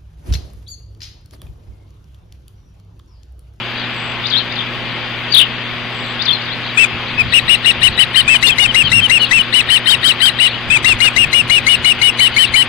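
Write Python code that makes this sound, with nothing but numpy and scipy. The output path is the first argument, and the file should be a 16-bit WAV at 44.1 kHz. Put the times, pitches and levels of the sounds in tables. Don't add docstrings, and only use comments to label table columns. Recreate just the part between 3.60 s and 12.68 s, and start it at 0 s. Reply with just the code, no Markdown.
import sys
import numpy as np
from scipy import signal
from scipy.fft import rfft, irfft, next_fast_len
from scipy.io import wavfile
from scipy.ndimage import uniform_filter1d

SR = 44100
rng = np.random.default_rng(int(sys.argv[2]) if len(sys.argv) > 2 else 0)


def bounce(signal):
    frames = np.transpose(np.atleast_2d(signal))
    limited = np.clip(frames, -1, 1)
    pcm = np.round(limited * 32767).astype(np.int16)
    wavfile.write(sys.argv[1], SR, pcm)


def makeup_ratio(level_db):
    decades = np.asarray(level_db, float) / 20
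    return 10 ** decades


N = 400428
T = np.arange(N) / SR

# pitch_hz, level_db
HUM_TONES = [(120.1, -34), (240.1, -38), (360.1, -44.5), (515.8, -49), (1091.6, -43.5)]
# frequency_hz, density_db
LEAVES_LEFT = [(30, -5.5), (150, -3.5), (500, -10), (1300, -8.5), (2500, -1.5), (3400, -2.5), (4200, -14),
               (5500, -16)]
# frequency_hz, density_db
LEAVES_RIGHT = [(30, -24), (150, -7.5), (500, -9.5), (1300, -6.5), (2400, -6.5), (3200, -13), (4200, -22),
                (5500, -12)]
# frequency_hz, correlation (-1 to 1)
LEAVES_LIKENESS = [(60, -2.5), (180, 0.66), (550, 0.97), (1640, 0.9), (4950, 0.38), (14900, -0.25)]
# time_s, level_db
GUSTS = [(0.0, -49), (0.05, -56), (0.43, -45), (2.98, -52.5), (3.49, -34), (4.88, -32.5), (5.36, -29),
         (5.66, -42), (5.71, -29), (5.87, -41), (6.04, -39.5), (7.03, -43), (7.1, -26), (7.18, -32),
         (8.27, -37.5), (8.32, -47), (9.0, -31.5), (9.08, -40)]
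# start_s, length_s, level_db
FAR_CHIRPS = [(0.156, 0.08, -34.5), (1.229, .12, -39), (2.419, .12, -38.5), (3.028, 0.047, -34),
              (3.463, 0.047, -35.5), (3.685, .079, -31.5), (4.036, 0.042, -28.5), (4.316, 0.028, -31.5),
              (4.804, 0.064, -30.5), (5.232, 0.098, -30), (5.597, 0.032, -24), (5.693, 0.12, -31),
              (6.106, 0.032, -30), (6.55, 0.087, -41), (6.627, 0.035, -31), (6.823, 0.018, -24),
              (6.874, 0.05, -32), (7.248, 0.021, -22), (7.405, 0.1, -41), (7.544, 0.072, -49),
              (7.685, 0.049, -43), (7.918, 0.027, -26), (8.108, 0.017, -26), (8.579, 0.062, -23),
              (8.719, 0.086, -27.5), (8.826, 0.027, -27.5)]
# start_s, length_s, pitch_hz, level_db
FAR_TRILLS = [
    (0.326, 0.23, 7830, -49.5),
    (2.31, 0.26, 7800, -50.5),
]
# time_s, pitch_hz, level_db
ZIGZAG_CURVE = [
    (0, 3400, -22),
    (.027, 3714, -16),
    (.043, 6150, -15),
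    (.058, 5720, -18),
    (.086, 3000, -14),
    (.098, 3800, -10),
    (.112, 3050, -9),
    (.148, 4380, -11.5),
    (.168, 3075, -19),
]
# time_s, pitch_hz, level_db
SHOUT_CURVE = [
    (0, 4674, -6),
    (.017, 4500, -14),
    (0.03, 3265, 11),
    (0.04, 4260, -11),
    (0.043, 3033, -2),
    (0.066, 3836, 1.5),
    (.089, 2500, -2),
    (0.099, 3185, -2.5),
    (0.123, 2480, -19),
]
# start_s, length_s, level_db
ZIGZAG_CALLS = [
    (.636, 0.19, 0.5),
    (.891, .13, -8),
    (2.59, .168, 2),
    (2.787, 0.18, -12),
]
# start_s, length_s, top_hz, end_hz, chest_note_s (0 = none)
ADULT_CALLS = [(3.175, 0.066, 2676, 2476, 0), (4.679, 0.068, 2645, 2400, 0),
               (4.838, 0.063, 2826, 2563, 0.0094), (4.998, 0.058, 2904, 2553, 0.013),
               (5.16, 0.057, 2830, 2580, .013), (5.328, 0.067, 2780, 2670, 0.009),
               (5.515, 0.058, 2814, 2594, 0.016), (5.73, 0.051, 2706, 2522, 0.017),
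               (7.103, 0.063, 2652, 2370, 0), (7.259, 0.064, 2790, 2520, 0.012),
               (7.417, 0.062, 2896, 2512, 0.012), (7.581, 0.058, 2833, 2610, 0.016),
               (7.743, 0.062, 2896, 2710, .011), (7.911, 0.07, 2913, 2557, 0.011),
               (8.088, 0.057, 2942, 2790, 0.02), (8.256, 0.061, 2960, 2750, 0.0084),
               (8.427, 0.065, 2960, 2804, 0.0096), (8.606, 0.064, 3037, 2837, 0.011),
               (8.784, 0.06, 3059, 2790, 0.018), (8.96, 0.061, 3046, 2953, 0.019)]
# start_s, length_s, middle_hz, level_db
PEEP_CALLS = [
    (3.573, 0.052, 2556, -5),
    (4.732, 0.041, 3110, 2.5),
    (4.897, .044, 3250, -10),
    (5.067, 0.054, 3120, -11),
    (5.229, 0.059, 3180, -10),
    (5.41, .062, 3146, -5),
    (5.592, 0.062, 2960, -5.5),
    (5.776, 0.048, 3035, -4.5),
]
# start_s, length_s, top_hz, end_hz
YOUNG_CALLS = [(3.738, 0.052, 2880, 2523), (3.895, 0.055, 2923, 2685), (4.06, 0.049, 2927, 2620),
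               (4.231, 0.049, 3004, 2635), (4.392, 0.042, 3070, 2715), (4.559, 0.05, 3115, 2870),
               (5.941, 0.066, 3010, 2585), (6.103, 0.071, 3085, 2690), (6.273, .074, 3197, 2666),
               (6.445, 0.07, 3220, 2646), (6.618, 0.073, 3200, 2804), (6.802, 0.071, 2990, 2733)]
# start_s, length_s, upper_pitch_hz, level_db, whistle_dip_db
VOICE_BREAKS = [
    (4.867, .026, 3570, 3, -5),
    (5.024, 0.022, 3680, -4, -6),
    (6.301, 0.017, 3750, 6, -17),
    (6.476, .014, 3800, 8, -9),
    (6.656, .008, 3700, 4, -7),
    (7.28, .022, 3530, -1, 0.5),
    (7.44, 0.029, 3660, -2, 0),
]
# frequency_hz, level_db
RIGHT_SHADOW = [(1800, -79), (2200, -17), (2700, -36.5), (3300, -38.5), (4500, -30)]
# time_s, level_db
OVERLOAD_LEVEL = [(0, -1), (2.9, 10), (3.1, 0), (4.5, 0), (5.0, -1.5), (9.08, -1.5)]
# frequency_hz, density_db
CAMERA_HISS = [(4000, -3), (5200, 1.5), (6300, -2.5), (7500, -7.5), (9000, -11), (12800, -8), (13300, -46)]
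# frequency_hz, step_db
LINK_STEP = [(200, -20.5), (2000, -26), (3300, -12), (4700, 2.5), (7500, 1), (12300, 7.5), (13900, -17),
             (15000, 15)]


def evened(x):
    return x / np.sqrt(np.mean(x ** 2) + 1e-20)


def read(points, hz):
    f, value = np.transpose(points)
    return np.interp(np.log(hz + 1), np.log(f + 1), value)


def add(mix, s, sound):
    part = mix[round(s * SR):][:len(sound)]
    part += sound[:len(part)]


def low(x, hz, size):
    taps = signal.firwin(size, hz, window=("kaiser", 6), fs=SR)
    return signal.oaconvolve(x, taps[None], "same")


def coloured(x, points):
    size = next_fast_len(N)
    gain = makeup_ratio(read(points, np.fft.rfftfreq(size, 1 / SR)))
    return irfft(rfft(x, size) * gain, size)[..., :N]


def noise(left, right, same, patchy_db):
    hz = np.fft.rfftfreq(1024, 1 / SR)
    a, b, c, d, patches = rng.standard_normal((N // 256 + 5, 513, 5)).T
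    patches = uniform_filter1d(patches, size=10, axis=0)
    patches = evened(uniform_filter1d(patches, size=14, axis=1))
    like = np.clip(read(same, hz), -1, 1)[:, None]
    shared, own = a + 1j * b, c + 1j * d
    z = np.array([shared, like * shared + np.sqrt(1 - like ** 2) * own])
    shape_db = np.array([read(left, hz), read(right, hz)])[..., None]
    z *= makeup_ratio(shape_db + patchy_db * patches)
    return evened(signal.istft(z, nperseg=1024, noverlap=768)[1][:, :N])


def hum():
    tones = np.zeros(N)
    for hz, db in HUM_TONES:
        tones += np.sqrt(2) * makeup_ratio(db) * np.sin(2 * np.pi * (hz * T + rng.random()))
    return tones * makeup_ratio(np.array([[-1.5], [1.5]]))


def leaves():
    return makeup_ratio(-21) * noise(LEAVES_LEFT, LEAVES_RIGHT, LEAVES_LIKENESS, 0.75)


def wind():
    shape = [(15, -6.5), (40, -5), (100, 3.0), (250, -8.5), (600, -42)]  # frequency_hz, density_db
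    likeness = [(25, 0.049), (100, 0.85), (300, 1.0)]
    gust_db = np.interp(T, *np.transpose(GUSTS)) + 2.5
    return makeup_ratio(gust_db) * noise(shape, shape, likeness, 3.7)


def twitter():
    out = np.zeros(N)
    early_hz, late_hz = 4427, 3250
    for s, length, db in FAR_CHIRPS:
        rate, start = rng.random(2)
        t = np.arange(0, length + 0.078, 1 / SR)
        wobble, burr = uniform_filter1d(rng.standard_normal((2, 12000)), size=130)[:, :len(t)]
        hz = early_hz + (late_hz - early_hz) * t / t[-1] + 180 * evened(wobble)
        hz += 450 * np.sin(2 * np.pi * ((25 + 25 * rate) * t + start))
        tone = (1.88 + evened(burr)) * np.sin(2 * np.pi * np.cumsum(hz) / SR)
        add(out, s - .015, makeup_ratio(db - 2.0) * tone * signal.windows.tukey(len(t), .6))
    return out


def trills():
    out = np.zeros(N)
    for s, length, pitch_hz, db in FAR_TRILLS:
        t = np.arange(0, length, 1 / SR)
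        beat = 2 * np.pi * 52 * t
        hz = pitch_hz + 330 * np.sin(beat) - 900 * t
        tone = np.sin(2 * np.pi * np.cumsum(hz) / SR)
        add(out, s, makeup_ratio(db) * tone * (1 + 0.9 * np.cos(beat)) * signal.windows.tukey(len(t), .4))
    return out


def chirp(curve, length, db):
    catch_s, depth_db = .003, -12
    at, hz, level_db = np.transpose(curve)
    t = np.arange(0, length, 1 / SR)
    waver, burr = uniform_filter1d(rng.standard_normal((2, len(t))), size=60)
    pitch = uniform_filter1d(np.interp(t, at, hz), size=90) * (1 + 0.014 * evened(waver))
    turn = 2 * np.pi * np.cumsum(pitch) / SR
    tone = (np.sin(turn) + makeup_ratio(-44) * np.sin(2 * turn)) * (1 + .12 * evened(burr))
    bottoms = at[1:-1][(hz[1:-1] < hz[:-2]) & (hz[1:-1] < hz[2:])]
    catch_db = depth_db * np.exp(-((t[:, None] - bottoms) / catch_s) ** 2).sum(1)
    loudness = np.sqrt(2) * makeup_ratio(db + np.interp(t, at, level_db) + catch_db)
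    return loudness * tone * signal.windows.tukey(len(t), .06)


def sparrow():
    out = np.zeros(N)
    for s, length, db in ZIGZAG_CALLS:
        add(out, s, chirp(ZIGZAG_CURVE, length, db))
    add(out, 1.72, chirp(SHOUT_CURVE, SHOUT_CURVE[-1][0], 0))
    return out


def note(length, start_hz, mid_hz, end_hz, db, octave_db, fade, waver=0.0039, droop=0):
    droop_s = .009
    u = np.linspace(0, 1, round(length * SR))
    hz = start_hz * (1 - u) * (1 - 2 * u) + 4 * mid_hz * u * (1 - u) + end_hz * u * (2 * u - 1)
    hz *= 1 - droop * np.exp((u - 1) * length / droop_s)
    drift = evened(uniform_filter1d(rng.standard_normal(len(u)), size=60))
    turn = 2 * np.pi * np.cumsum(hz * (1 + waver * drift)) / SR
    edge = np.clip(np.minimum(u, 1 - u) * length / fade, 0, 1)
    tone = np.sin(turn) + makeup_ratio(octave_db) * np.sin(2 * turn)
    return np.sqrt(2) * makeup_ratio(db) * tone * np.sin(np.pi / 2 * edge) ** 2


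def adult_calls(out):
    for s, length, top_hz, end_hz, chest in ADULT_CALLS:
        rise = .035 if chest else 0.094
        db = 3.5 + 14.5 * (top_hz - 2800) / 1000
        if not chest:
            db += 4
        arc = note(length + .015, top_hz * (1 - rise), top_hz, end_hz, db, -30, .007, .008, droop=.07)
        add(out, s - .003, arc)
        if chest:
            hz = .735 * top_hz
            low_hz, high_hz = hz * (1 - .085), hz * (1 + .085)
            add(out, s - chest - .005, note(chest + .009, low_hz, hz, high_hz, 0, -16.5, 0.0088, .008))
            octave_hz = 2 * low_hz
            flash = note(.011, octave_hz, octave_hz * 1.04, octave_hz * 1.09, -2.5, -42, 0.0036, 0.011)
            add(out, s - chest - .003, flash)


def young_calls(out):
    open_s, close_s = .017, .014
    for s, length, top_hz, end_hz in YOUNG_CALLS:
        add(out, s - .003, note(length + .007, top_hz * .9, top_hz, end_hz, 6, -26, 0.0056, .015, droop=.03))
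        add(out, s - open_s, note(open_s + .003, 1800, 1950, 2150, -14.5, 1.6, 0.004, 0.039))
        add(out, s + length - .001, note(close_s, 2080, 1930, 1900, -17, 5, 0.0048, 0.039))


def peeps(out):
    for s, length, mid_hz, db in PEEP_CALLS:
        peep = note(length, mid_hz * .97, mid_hz, mid_hz * .9, db, -17.5, 0.0084, 0.012)
        swell_db = -11.5 * np.maximum(np.linspace(1, -1, len(peep)), 0)
        add(out, s, peep * makeup_ratio(swell_db))


def broken_voice(whistles):
    scoop = .985
    dip_db, upper = np.zeros(N), np.zeros(N)
    for s, length, hz, db, dip in VOICE_BREAKS:
        add(dip_db, s, np.full(round(length * SR), float(dip)))
        add(upper, s - .002, note(length + .004, hz * scoop, hz, hz, db, -40, 0.006, 0.012))
        above = hz * 1.2
        add(upper, s, note(length, above * scoop, above, above, db - 6, -30, 0.0044, .02))
    return whistles * makeup_ratio(uniform_filter1d(dip_db, size=130)) + upper


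def ospreys():
    whistles = np.zeros(N)
    adult_calls(whistles)
    young_calls(whistles)
    peeps(whistles)
    return broken_voice(whistles)


def yard(x, t60, echo_s, echo_db, tail_db):
    t = np.arange(SR // 2) / SR
    sparse = rng.random((2, len(t))) < .03
    taps = rng.standard_normal((2, len(t))) * sparse * makeup_ratio(-60 * t / t60) * (t > .004)
    taps *= makeup_ratio(tail_db) / np.linalg.norm(taps[0])
    taps[:, round(echo_s * SR)] += makeup_ratio(echo_db)
    return signal.oaconvolve(x[None], taps, axes=1)[:, :N]


def scene():
    nest, small, far = ospreys(), sparrow(), twitter()
    left = nest + small
    wet = yard(nest, 0.064, 0.12, -32, -26) + yard(small, 0.2, 0.016, -10.0, -10.0)
    trailing = np.roll(left, shift=5)
    mix = np.array([trailing + wet[0], coloured(left, RIGHT_SHADOW) + makeup_ratio(-16) * wet[1]])
    mix += far * makeup_ratio(np.array([[3], [-3]])) + yard(far, 0.029, 0.049, -17.0, -5.0)
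    return mix + leaves() + hum() + wind() + makeup_ratio(40) * trills()


def ragged(x, depth, hz):
    grain = evened(low(rng.standard_normal(x.shape), hz, size=101))
    return x * (1 + depth * grain * uniform_filter1d(abs(x), size=200))


def slow_sampling(dry, top):
    step = 4
    guarded = low(dry, 5055, size=201)
    railed = np.clip(guarded, -1.2 * top, 0.81 * top)
    railed -= uniform_filter1d(railed - guarded, size=60)
    kept = np.zeros_like(dry)
    kept[:, ::step] = step * ragged(railed, .1, 2200)[:, ::step]
    return low(kept, 5600, size=71)


def camera_link(x, spread_db, patchy_db):
    window = np.sqrt(signal.windows.hann(2048, sym=False))
    hz, _, z = signal.stft(x, SR, window, nperseg=2048, noverlap=1024)
    power = abs(z) ** 2
    masking = uniform_filter1d(power, size=30, axis=1) + makeup_ratio(spread_db) * power.mean(1, keepdims=True)
    whim = np.repeat(rng.standard_normal((43, z.shape[2])), repeats=24, axis=0)[:len(hz)]
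    whim = evened(uniform_filter1d(whim, size=2, axis=1))
    step = np.sqrt(abs(masking) + 1e-18) * makeup_ratio(read(LINK_STEP, hz)[:, None] + patchy_db * whim)
    return signal.istft(step * np.round(z / step), SR, window, nperseg=2048, noverlap=1024)[1][:, :N]


def top_cut(x):
    return signal.sosfilt(signal.butter(12, 15520, fs=SR, output="sos"), x)


def record(dry):
    top = makeup_ratio(np.interp(T, *np.transpose(OVERLOAD_LEVEL)))
    smooth = slow_sampling(dry, top)
    rail = 0.76 * top
    loud = ragged(np.clip(smooth, -rail, rail), 0.27, 1400)
    left = loud[:1]
    loud[1] -= makeup_ratio(-14) * (left - low(left, 5500, size=101))[0]
    leak = makeup_ratio(-40) * (dry - low(dry, 7200, size=101)).mean(0)
    hiss = makeup_ratio(-51.5) * noise(CAMERA_HISS, CAMERA_HISS, [(20, 0.58), (20000, 1)], 1.4)
    mix = camera_link(loud + leak + hiss, -60, 4.0)
    return top_cut(mix)


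dry = scene()
out = record(dry)
bounce(out)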